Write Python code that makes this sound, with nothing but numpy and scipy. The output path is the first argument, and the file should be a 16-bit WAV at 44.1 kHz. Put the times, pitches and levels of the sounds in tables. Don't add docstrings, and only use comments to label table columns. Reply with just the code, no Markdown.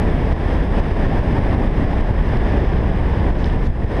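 import sys
import numpy as np
from scipy import signal
from scipy.fft import rfft, irfft
from scipy.io import wavfile
from scipy.ndimage import uniform_filter1d

SR = 44100
rng = np.random.default_rng(int(sys.argv[2]) if len(sys.argv) > 2 else 0)


def bounce(signal):
    frames = np.transpose(np.atleast_2d(signal))
    limited = np.clip(frames, -1, 1)
    pcm = np.round(limited * 32767).astype(np.int16)
    wavfile.write(sys.argv[1], SR, pcm)


N = 176400
T = np.arange(N) / SR


def from_db(db):
    return 10 ** (np.asarray(db) / 20)


def curve(rows):
    return np.interp(T, *np.transpose(rows))


def drift(hz):
    f = np.fft.rfftfreq(N, 1 / SR)
    slow = irfft(rfft(rng.standard_normal(N)) / (1 + (f / hz) ** 2), N)
    return slow / slow.std()


def noise(spectrum, resonances=()):
    f = np.fft.rfftfreq(N, 1 / SR) + 1e-3
    hz, db = np.transpose(spectrum)
    level = np.interp(np.log(f), np.log(hz), db)
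    for centre, width, lift in resonances:
        level = level + lift / (1 + (2 * (f - centre) / width) ** 2)
    return irfft(rfft(rng.standard_normal(N)) * from_db(level), N) * np.sqrt(SR / 2)


def swells(rows):
    return sum(from_db(db) / (1 + ((T - s) / half) ** 4) for s, half, db in rows)


def ring(clicks, hz, t60):
    decay = from_db(-60 / (t60 * SR))
    step = 2 * np.pi * hz / SR
    return signal.lfilter([0, np.sin(step)], [1, -2 * decay * np.cos(step), decay * decay], clicks + 1e-18)


# f/Hz, level/dB
RUMBLE_SPECTRUM = [(5, -38), (12, -40.5), (22, -35), (33, -29.5), (46, -35), (62, -36.5), (100, -42),
                   (200, -47.5), (400, -63), (1000, -93), (4000, -130)]
# t/s, level/dB
EDDY_STRENGTH = [(0, 0.5), (.25, -0.5), (.42, -1), (.95, -0.5), (1.15, 0.5), (1.65, 0), (1.85, 0),
                 (2.3, 0.5), (2.8, 0), (3.3, -0.5), (3.65, 0), (3.76, -3), (4, -0.5)]
# t/s, level/dB
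WIND_BUFFETS = [(0.33, 1.5), (0.461, -4.5), (0.559, -4), (0.612, -4), (0.806, 0), (0.922, -1.5),
                (1.071, -2), (1.194, -2.5), (1.393, -2.5), (1.549, -3.5), (1.679, -1.5), (1.728, -5.5),
                (1.851, -2), (2.013, -1), (2.111, -2), (2.213, -2.5), (2.375, -2), (2.582, -2.5),
                (2.620, -2), (2.790, -5), (2.903, -4), (3.014, -4), (3.311, -1.5), (3.564, -1.5),
                (3.675, 0.5), (3.703, 1.5), (3.849, 1)]
def rumble(even_over_s=0.0604, evenness=0.53, push_s=0.0042, sweep_s=0.0024):
    eddies = noise(RUMBLE_SPECTRUM)
    power = uniform_filter1d(eddies ** 2, int(even_over_s * SR))
    eddies *= (power.mean() / power) ** (evenness / 2)
    eddies *= from_db(curve(EDDY_STRENGTH))
    pushes = np.zeros(N)
    for (s, db), sign in zip(WIND_BUFFETS, rng.choice([-1, 1], len(WIND_BUFFETS))):
        pushes += sign * from_db(db) / (1 + (2 * (T - s) / push_s) ** 2)
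        eddies *= 1 - 1 / (1 + ((T - s) / sweep_s) ** 2)
    return eddies + pushes


# t/s, level/dB
AIR_STRENGTH = [(0, 0.5), (.2, -2), (.32, -0.5), (.42, 0.5), (.52, 1), (.69, -3.5), (.79, 2), (.95, -0.5),
                (1.03, 1.5), (1.25, -1), (1.55, 0), (1.72, -1.5), (1.95, -0.5), (2.15, -1.5), (2.35, 0.5),
                (2.57, 1), (2.7, -2.1), (3.1, -1.5), (3.28, -1.7), (3.42, -3), (3.6, -1.5), (3.72, -6),
                (3.84, -5.5), (3.92, 1.5), (4, 0.5)]
def airflow():
    return curve(AIR_STRENGTH) + 0.5 * drift(hz=31)


# f/Hz, level/dB
TYRE_SPECTRUM = [(60, -68), (210, -50), (400, -51.5), (470, -54), (650, -55.5), (900, -59), (1120, -64),
                 (1320, -78.5), (2000, -79), (5000, -130)]
def tyres(flow_db, follow=0.85, grain_db=0.7):
    return noise(TYRE_SPECTRUM) * from_db(follow * flow_db + grain_db * drift(hz=90))


# f/Hz, level/dB
RUSH_SPECTRUM = [(200, -85), (1200, -71), (2100, -71), (2650, -75.5), (3450, -78), (4200, -89), (5500, -94),
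                 (6300, -97), (7100, -110), (10000, -125)]
# f/Hz, width/Hz, boost/dB
HOUSING_RESONANCES = [(1760, 496, 7.5), (5050, 660, 8), (8620, 850, 8)]
# f/Hz, level/dB
HISS_SPECTRUM = [(3000, -115), (6000, -104), (7300, -104), (9400, -103.5), (10500, -102.5), (12500, -112),
                 (15000, -123)]
# t/s, level/dB
HISS_STRENGTH = [(0, 0), (1.5, -0.5), (2.3, -1), (2.6, -2.5), (3.3, -1), (4, 0)]
def rush(flow_db, hiss_follow=0.72, flutter_db=0.42):
    air = noise(RUSH_SPECTRUM, HOUSING_RESONANCES) * from_db(flow_db)
    hiss_db = curve(HISS_STRENGTH) + hiss_follow * flow_db
    hiss = noise(HISS_SPECTRUM, HOUSING_RESONANCES) * from_db(hiss_db)
    return (air + hiss) * from_db(flutter_db * drift(hz=120))


# f/Hz, level/dB
DRONE_SPECTRUM = [(150, -75), (400, -65), (560, -69.5), (1080, -69), (1300, -80.5), (2500, -105),
                  (7000, -160)]
# f/Hz, width/Hz, boost/dB
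BOARD_RESONANCE = [(430, 60, 5)]
def track_drone():
    return noise(DRONE_SPECTRUM, BOARD_RESONANCE)


# t/s, half length/s, level/dB
SURGE_TIMES = [(.26, 0.13, -10.5), (.78, 0.01, -2.5), (1.175, 0.032, -4), (1.29, 0.047, -5),
               (1.39, 0.033, 0.5), (1.59, 0.062, 2), (1.81, 0.036, -3), (2.36, 0.012, -4),
               (2.59, 0.062, -0.5), (3.28, 0.038, -4.5)]
# f/Hz, level/dB
SURGE_SPECTRUM = [(30, -69), (90, -45), (140, -43.5), (240, -46), (450, -55), (950, -63.5), (1400, -80),
                  (3000, -110)]
def surges():
    return swells(SURGE_TIMES) * noise(SURGE_SPECTRUM)


# t/s, half length/s,
# level/dB
FLARE_TIMES = [(0.329, .004, 0), (.803, .005, -8), (2.011, .003, -3), (2.372, .003, 0), (3.403, 0.026, -6),
               (3.47, 0.016, -5), (3.66, 0.02, -4)]
# f/Hz, level/dB
FLARE_SPECTRUM = [(1500, -100), (3500, -81), (5500, -84.5), (7000, -93.5), (11000, -107), (15000, -114)]
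def flares():
    return swells(FLARE_TIMES) * noise(FLARE_SPECTRUM)


# t/s, half length/s, level/dB
GUST_TIMES = [(.79, 0.017, -1), (1.005, 0.024, -4), (1.172, 0.017, -0.5), (1.375, 0.019, 0),
              (1.54, 0.018, 2), (1.63, 0.051, -10), (1.82, 0.014, -9), (3.285, 0.016, -4)]
# f/Hz, level/dB
GUST_SPECTRUM = [(200, -85), (520, -60), (950, -58), (1300, -73.5), (2000, -74), (3400, -82), (4400, -93.5),
                 (7000, -106), (11000, -107), (15000, -124)]
def gusts():
    return swells(GUST_TIMES) * noise(GUST_SPECTRUM, HOUSING_RESONANCES)


# t/s, level/dB, favoured f/Hz
MOUNT_KNOCKS = [(2.011, -34, 7000), (2.372, -26, 8500), (3.4433, -17.5, 3900), (3.4455, -31, 5000),
                (3.4578, -21, 6200), (3.4647, -22.5, 1800), (3.4735, -33, 6500), (3.486, -30, 9000),
                (3.4992, -22.5, 2680)]
# f/Hz, level/dB, time to fade 60 dB/s
MOUNT_TONES = [(1760, -3, 0.038), (2980, -8.5, 0.017), (3550, -6, 0.0067), (3980, -6.5, 0.0041),
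               (5090, -14, 0.017), (5950, -20, .01), (8600, -18, .01)]
def mount(off_pitch_db=9, off_pitch_octaves=0.63, contact_hz=7000):
    s, db, favoured_hz = np.transpose(MOUNT_KNOCKS)
    ringing = np.zeros(N)
    for k, (hz, level_db, t60) in enumerate(MOUNT_TONES):
        loss_db = off_pitch_db * (np.log2(hz / favoured_hz) / off_pitch_octaves) ** 2
        clicks = np.zeros(N)
        clicks[(s * SR).astype(int)] = from_db(db + level_db - loss_db)
        ringing += (-1) ** k * ring(clicks, hz, t60)
    soft_contact = signal.butter(2, contact_hz, fs=SR, output="sos")
    return signal.sosfilt(soft_contact, ringing)


def scene():
    flow_db = airflow()
    roar = tyres(flow_db, grain_db=0.7) + rush(flow_db)
    bursts = flares() + surges() + gusts()
    return (roar + bursts + rumble() + track_drone() + mount())[None]


def record(dry, limit_db=-5, attack_s=0.00035, release_db_per_s=49.5):
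    over_db = np.maximum(20 * np.log10(np.abs(dry) + 1e-9) - limit_db, 0)
    recovery_db = release_db_per_s * T
    held_db = np.maximum.accumulate(over_db + recovery_db, axis=-1) - recovery_db
    smoothing = np.exp(-1 / (attack_s * SR))
    duck_db = signal.lfilter([1 - smoothing], [1, -smoothing], held_db)
    limited = dry * from_db(-duck_db)
    bass_cut = signal.butter(1, 22, "high", fs=SR, output="sos")
    top_cut = signal.cheby2(12, 70, 16000, fs=SR, output="sos")
    return signal.sosfilt(top_cut, signal.sosfilt(bass_cut, limited))


dry = scene()
out = record(dry)
bounce(out)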